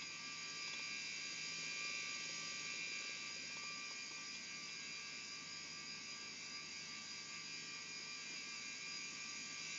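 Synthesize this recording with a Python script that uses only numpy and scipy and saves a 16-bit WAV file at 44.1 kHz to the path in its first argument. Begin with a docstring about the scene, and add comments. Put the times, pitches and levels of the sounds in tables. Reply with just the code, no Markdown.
"""A quiet room, one microphone close in front of a small rack server. Four fans at nearly the same
speed whine on their ball bearings and beat against one another, over dry rubbing, a rush of air
and a low hum. The hard drive's head arm jolts the drive into ringing: a few single ticks, and
from about one second to nearly four a patter of even seeks."""
import sys
import numpy as np
from scipy import signal
from scipy.fft import rfft, irfft, next_fast_len
from scipy.io import wavfile
from scipy.ndimage import uniform_filter1d, map_coordinates

SR = 44100
rng = np.random.default_rng(int(sys.argv[2]) if len(sys.argv) > 2 else 0)


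def file_out(sig):
    """Save sig as 16-bit WAV at sys.argv[1]."""
    # one column per channel
    cols = np.atleast_2d(sig).T
    # limit, then scale
    lim = np.clip(cols, -1, 1)
    pcm = np.round(lim * 32767).astype(np.int16)
    wavfile.write(sys.argv[1], SR, pcm)


N = 431298

TOP_HZ = 7800
LOW, MIDDLE, HIGH, FLARE = 21, 43, 87.5, 39.5  # leading whines and flaring tone, in shaft multiples

# shafts of fans A, B (on average), C, D: speed/(turns/s)
FAN_SPEEDS = [55.736, 55.85, 55.979, 56.005]
# fan B sags under strain, then overshoots and settles: t/s, speed/(turns/s)
FAN_B_SPEED = [(0.0, 55.8521), (1.0, 55.8295), (2.0, 55.8147), (3.0, 55.8104), (3.8, 55.8292),
               (4.4, 55.8583), (5.0, 55.8686), (5.6, 55.8587), (6.3, 55.8337), (7.4, 55.864), (8.5, 55.854),
               (9.78, 55.8443)]
# the many weak bearing tones: f/Hz, base level of one tone/dB
WEAK_TONES = [(1000, -95), (1400, -89), (1700, -93), (2200, -86), (2800, -85), (3000, -88), (3400, -91),
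              (3900, -85), (4380, -88), (4650, -84), (4790, -90), (5000, -83), (5600, -87), (6030, -95),
              (6300, -84), (6750, -87), (7020, -84), (7130, -94), (7220, -88), (7350, -103), (7600, -104)]
# loudest bearing tones of fans A, B and the twins C and D: shaft multiple, base level/dB
FAN_A_TONES = [(29, -77), (39.5, -77), (41, -71), (48, -76), (67.5, -73), (84, -70), (87, -69), (87.5, -74),
               (89, -74), (91, -75)]
FAN_B_TONES = [(20, -80), (27, -78), (28, -71), (29, -70), (34, -71), (35, -70), (36, -73), (37.5, -70),
               (39.5, -68), (41, -62), (42, -69), (45.5, -72), (46.5, -71), (48, -63), (49, -72), (50, -73),
               (51.5, -77), (55, -72), (56, -76), (57, -73), (62, -79), (63, -79), (64, -70.5), (69, -74),
               (70, -66.5), (71, -79), (76, -75), (77, -74), (84, -65), (85, -74), (87, -74), (87.5, -75),
               (88, -73), (88.5, -71), (89, -75), (90, -75), (91, -71), (92, -72), (97, -74), (98, -76),
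               (104, -69), (105, -68.5), (113, -76), (118, -72), (119, -65.5), (120, -71), (126.5, -78),
               (133, -84)]
TWIN_TONES = [(51.5, -77), (29, -77), (37.5, -72), (39.5, -67), (41, -72), (45.5, -69), (46.5, -73),
              (48, -71.5), (52.5, -76), (57, -76), (59.5, -78), (70, -72), (79.5, -73), (82, -75),
              (84, -65), (86.5, -69), (88.5, -72), (94.5, -67), (95.5, -74), (99, -75), (104, -69),
              (105, -71), (106, -74), (112, -74), (115.5, -73), (118.5, -67), (119, -67), (120, -73),
              (126, -72), (129, -79)]
# fans C and D: gain/dB
TWIN_GAINS = [-0.35, -4]
# strain on the bearing of fan B: t/s, gain of its upper tones/dB
BEARING_STRAIN = [(0, -1.5), (.6, 2.7), (2, 5.6), (3, 3.8), (3.5, .5), (4.2, -3), (6.3, -5), (9.78, -.3)]
# the highest bearing tones of all fans: t/s, gain/dB
SHRILL_GAIN = [(.9, -1), (1.2, 0.4), (4, 0), (8, 0), (8.4, 1), (9.78, 3)]
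# low and middle whines of fan B: t/s, level/dB
LOW_WHINE_LEVEL = [(0, -65), (.3, -62), (.8, -63.5), (1.15, -77), (1.8, -62), (2.6, -63.5), (3.4, -69.5),
                   (3.7, -60.5), (4.2, -70), (9.78, -69)]
MIDDLE_WHINE_LEVEL = [(0, -59), (.55, -57.5), (.85, -52), (1.3, -58), (1.85, -49), (2.4, -59), (2.85, -50),
                      (3.3, -59.7), (3.65, -53.5), (4.2, -58.5), (7.1, -67.5), (7.6, -58)]
# tones beating against those whines: fan (0 = A, 2 = C), shaft multiple, level/dB, t/s of one crest
BEATING_TONES = [(0, LOW, -75.5, 7.794), (2, LOW, -75, 7.294), (2, MIDDLE, -64.7, 5.167)]
# close partners of the high whine: f/Hz above it, t/s of one throb's crest
HIGH_PARTNERS = [(2.146, 5.21), (3.22, 4.962), (4.931, 4.912)]
# dry rubbing in the bearings: t/s, level/dB
RUB_LEVEL = [(0, -64), (1.2, -63.3), (2.2, -63), (3.2, -63.3), (4.2, -64), (7, -64.5), (9.78, -62)]
# that rubbing heard through the case: f/Hz, relative level/dB
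RUB_SPECTRUM = [(600, -50), (1300, -13), (1700, -12), (1950, -9), (2100, -3.5), (2330, -2.5), (2480, -9),
                (2575, -1), (2750, -8), (3000, -13), (3450, -10), (3900, -10), (4380, -14), (4550, -6),
                (4680, -3), (4790, -13), (4880, -2), (4950, 5), (5020, -4), (5300, -5), (5700, -12),
                (5850, -8), (6030, -16), (6300, -9), (6620, -8), (6750, -14), (7020, -11), (7130, -19),
                (7220, -11), (7350, -27), (7450, -20), (7700, -33)]
# moving air: f/Hz, relative level/dB
AIR_SPECTRUM = [(35, -48.5), (60, -24.5), (90, -19), (150, -1.5), (260, 4.5), (400, -6), (600, -7),
                (820, -11.5), (930, -3), (1030, -10), (1150, -0.5), (1260, -23.5), (4000, -52)]
# spindle, mains and blade hum: f/Hz, level/dB
HUM_TONES = [(90, -82.5), (110, -83.5), (160, -74), (214, -77), (335, -84), (375, -79.5), (436, -79.5)]
# modes of the hard drive: f/Hz, relative level/dB, t60/s
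DRIVE_MODES = [(330, -1.5, .045), (400, -.5, .05), (470, -2, .05), (545, .3, .06), (760, -5.5, .035),
               (930, 4, .04), (1060, 3, .035), (1890, -1, .03), (3290, -4, .025), (3430, 0, .045)]
# single seeks: t/s, base thud level/dB, base click level/dB
SINGLE_SEEKS = [(.02, -62, -44), (.678, -56.5, -50), (.733, -55.5, -40), (.794, -56.5, -49),
                (3.565, -51, -53), (3.634, -53.5, -58), (3.908, -52.5, -58), (4.112, -52.5, -56),
                (4.181, -56.5, -54), (4.35, -57.5, -45.5), (4.689, -59, -50.5)]
# runs of even seeks: first t/s, last t/s, gap/s, base thud level/dB
SEEK_RUNS = [(1.185, 1.58, .066, -55), (1.627, 3.09, .0444, -53), (3.157, 3.71, .0682, -54.5)]
# flares of one tone of fan C: centre t/s, length/s, level/dB
FLARE_SWELLS = [(.15, .12, -62), (.29, .12, -62), (1.62, .12, -61), (3.74, .2, -62), (4.52, .18, -59.5)]


def amp(db):
    """Decibels to gain."""
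    return 10 ** (np.asarray(db) / 20)


def unit(x):
    """x at rms 1."""
    return x / np.sqrt(np.mean(x ** 2) + 1e-20)


def gain_at(spectrum, hz):
    """Gain at hz, read from (f/Hz, level/dB) rows on a log axis."""
    f, db = np.transpose(spectrum)
    return amp(np.interp(np.log(hz + 1), np.log(f + 1), db))


def curve(rows):
    """One value a sample from (t/s, value) rows."""
    return np.interp(np.arange(N) / SR, *np.transpose(rows))


def wobble(rate):
    """A smooth random curve, rate knots a second."""
    return map_coordinates(rng.standard_normal(int(N * rate / SR) + 4), [np.arange(N) * rate / SR])


def filtered(x, response):
    """x shaped by a gain that depends on frequency."""
    size = next_fast_len(N + SR // 2)
    return irfft(rfft(x, size) * response(np.fft.rfftfreq(size, 1 / SR)), size)[:N]


def coloured_noise(spectrum, patchy_db):
    """Noise of rms 1 with patches of random gain in time and frequency."""
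    cells = signal.stft(rng.standard_normal(N), nperseg=512)[2]
    patches = uniform_filter1d(rng.standard_normal(cells.shape), size=5, axis=0)
    patches = uniform_filter1d(patches, size=14, axis=1)
    noise = signal.istft(cells * amp(patchy_db * unit(patches)), nperseg=512)[1][:N]
    return unit(filtered(noise, lambda hz: gain_at(spectrum, hz)))


def add(track, start_s, sound):
    """Mix a sound into the track."""
    part = track[max(round(start_s * SR), 0):][:len(sound)]
    part += sound[:len(part)]


def case_resonances(spacing_hz, depth_db):
    """The sheet-metal case has countless resonances: a random ripple of f/Hz, gain/dB rows."""
    hz = np.arange(spacing_hz, TOP_HZ, spacing_hz)
    ripple_db = depth_db * np.clip(rng.standard_normal(len(hz)), -1.5, 1.5)
    local_power = uniform_filter1d(amp(ripple_db) ** 2, size=7)
    return np.column_stack([hz, ripple_db - 10 * np.log10(local_power)])


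def bearing(loud_tones, speed, turns, ripple, slip=.42, scatter_db=4, cage_db=-4, size=16384):
    """One bearing's tones; the ball cage turns at half speed, so the pattern spans two turns."""
    multiples = np.arange(size // 2 + 1) / 2
    hz = multiples * speed
    gain = gain_at(WEAK_TONES, hz) * gain_at(ripple, hz)
    gain *= amp(scatter_db * np.clip(rng.standard_normal(len(hz)), -2, 1))
    gain *= amp(np.where(multiples % 1, cage_db, 0))
    gain *= (hz > WEAK_TONES[0][0]) & (hz < TOP_HZ) & ~np.isin(multiples, (LOW, MIDDLE, HIGH))
    for multiple, db in loud_tones:
        gain[round(2 * multiple)] = amp(db)

    def pattern():
        """One way the balls can sit in their race, played round and round."""
        cycle = irfft(gain * np.exp(2j * np.pi * rng.random(len(hz)))) * size / np.sqrt(2)
        return np.interp(turns / 2 % 1 * size, np.arange(size + 1), np.append(cycle, cycle[0]))
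    # the balls slip, so every tone swells and fades on its own
    tones = pattern() + slip * wobble(2.02) * pattern() + slip / 2 * wobble(6) * pattern()
    return tones / np.sqrt(1 + slip ** 2 + (slip / 2) ** 2)


def treble(x, above_hz):
    """The upper part of x, fading in over 300 Hz."""
    return filtered(x, lambda hz: np.clip((hz - above_hz) / 300, 0, 1))


def strained(tones, low_share=.46):
    """Strain brings out the upper tones of fan B more than its low ones."""
    strain_db = curve(BEARING_STRAIN)
    upper = treble(tones, above_hz=2000)
    return amp(low_share * strain_db) * (tones - upper) + amp(strain_db) * upper


def tone(cycles, db):
    """A sine of the given rms level."""
    return np.sqrt(2) * amp(db) * np.sin(2 * np.pi * cycles)


def beating_whines(shafts, waver_db=3):
    """Fan B leads the low and middle whines; A and C, a little off its speed, beat against it."""
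    t = np.arange(N) / SR
    lead = shafts[1] + rng.random()
    sound = tone(LOW * lead, curve(LOW_WHINE_LEVEL)) + tone(MIDDLE * lead, curve(MIDDLE_WHINE_LEVEL))
    for fan, multiple, db, crest_s in BEATING_TONES:
        turns_ahead = shafts[fan] - shafts[1]
        turns_ahead -= np.interp(crest_s, t, turns_ahead)  # in phase at the crest
        sound += tone(multiple * (lead + turns_ahead), db + waver_db * wobble(4))
    return sound


def high_whine(turns, db=-60.5, flutter_db=2.2, partner_gain_db=-8):
    """A fluttering whistle of fan C, throbbing against its close partners."""
    t = np.arange(N) / SR
    cycles = HIGH * turns + rng.random()
    partners = sum(tone(cycles + hz * (t - crest_s), partner_gain_db) for hz, crest_s in HIGH_PARTNERS)
    return amp(db + flutter_db * wobble(24)) * (tone(cycles, 0) + partners)


def rubbing(turns, ripple, balls_per_turn=3.5):
    """Dry rubbing in the bearings pulses each time a ball passes, and is heard through the case."""
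    pulse = 1 + .22 * np.cos(2 * np.pi * balls_per_turn * turns)
    friction = coloured_noise(RUB_SPECTRUM, patchy_db=3.6) * pulse
    return amp(curve(RUB_LEVEL)) * unit(filtered(friction, lambda hz: gain_at(ripple, hz)))


def fans():
    """Four fans whine and rub on their bearings, their speeds following one wavering power supply."""
    supply = 1 + .00013 * wobble(2.5) + .00014 * wobble(25)
    speeds = (FAN_SPEEDS[0], curve(FAN_B_SPEED), *FAN_SPEEDS[2:])
    shafts = [np.cumsum(speed * supply) / SR for speed in speeds]  # turns made so far
    ripple = case_resonances(spacing_hz=40, depth_db=2.5)
    loud_tones = (FAN_A_TONES, FAN_B_TONES, TWIN_TONES, TWIN_TONES)
    a, b, c, d = (bearing(*fan, ripple) for fan in zip(loud_tones, FAN_SPEEDS, shafts))
    tones = a + strained(b) + amp(TWIN_GAINS[0]) * c + amp(TWIN_GAINS[1]) * d
    tones += (amp(curve(SHRILL_GAIN)) - 1) * treble(tones, above_hz=5300)
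    tones += beating_whines(shafts) + high_whine(shafts[2]) + flares(shafts[2])
    return tones + rubbing(shafts[2], ripple)


def hum():
    """Spindle, mains and blades hum, slightly unsteady in level and phase."""
    t = np.arange(N) / SR
    return np.sqrt(2) * sum(amp(db + 2.5 * wobble(3)) * np.sin(2 * np.pi * hz * t + .5 * wobble(4))
                            for hz, db in HUM_TONES)


def air(db=-65):
    """Air rushes steadily through the case."""
    return amp(db) * coloured_noise(AIR_SPECTRUM, patchy_db=1)


def seek(thud_db, click_db, push_hz):
    """The head arm's smooth push rings modes near push_hz; its stop cracks and rings the high ones."""
    t = np.arange(SR // 8) / SR
    crack_band = signal.butter(2, [3100, 4000], "bandpass", fs=SR, output="sos")
    crack = unit(signal.sosfilt(crack_band, rng.standard_normal(len(t))))
    sound = .7 * amp(click_db - 60 * t / .03) * crack
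    for hz, db, t60 in DRIVE_MODES:
        push = amp(thud_db) * np.sqrt(hz / push_hz) / (1 + (hz / push_hz) ** 8)
        stop = amp(click_db) / (1 + (2300 / hz) ** 4)
        detuned_hz = hz * (1 + .008 * rng.normal())
        swing = np.sin(2 * np.pi * (detuned_hz * t + .15 * rng.normal()))
        sound += (push + stop) * amp(db + 1.5 * rng.normal() - 60 * t / t60) * swing
    attack = 1 - np.exp(-t * push_hz / 2)
    return sound * attack


def hard_drive():
    """The head arm patters through runs of soft, even seeks and ticks on a few harder ones."""
    track = np.zeros(N)
    for first_s, last_s, gap_s, db in SEEK_RUNS:
        for start_s in np.arange(first_s, last_s + gap_s / 2, gap_s):
            add(track, start_s, seek(db + .6 * rng.normal(), click_db=-60, push_hz=620))
    for start_s, thud_db, click_db in SINGLE_SEEKS:
        add(track, start_s, seek(thud_db, click_db, push_hz=1560))
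    return track


def flares(turns):
    """Now and then one bearing tone of fan C swells briefly and sinks back."""
    t = np.arange(N) / SR
    swell = sum(amp(db) * np.cos(np.pi * np.clip((t - centre_s) / length_s, -.5, .5))
                for centre_s, length_s, db in FLARE_SWELLS)
    return swell * tone(FLARE * turns + rng.random(), 0)


def scene():
    """Fans, hum, air and hard drive in mono, from close in front of the case."""
    return (fans() + hum() + air() + hard_drive())[None]


def record(dry):
    """The microphone keeps nothing above its band limit."""
    return filtered(dry[0], lambda hz: hz < TOP_HZ)[None]


dry = scene()
out = record(dry)
file_out(out)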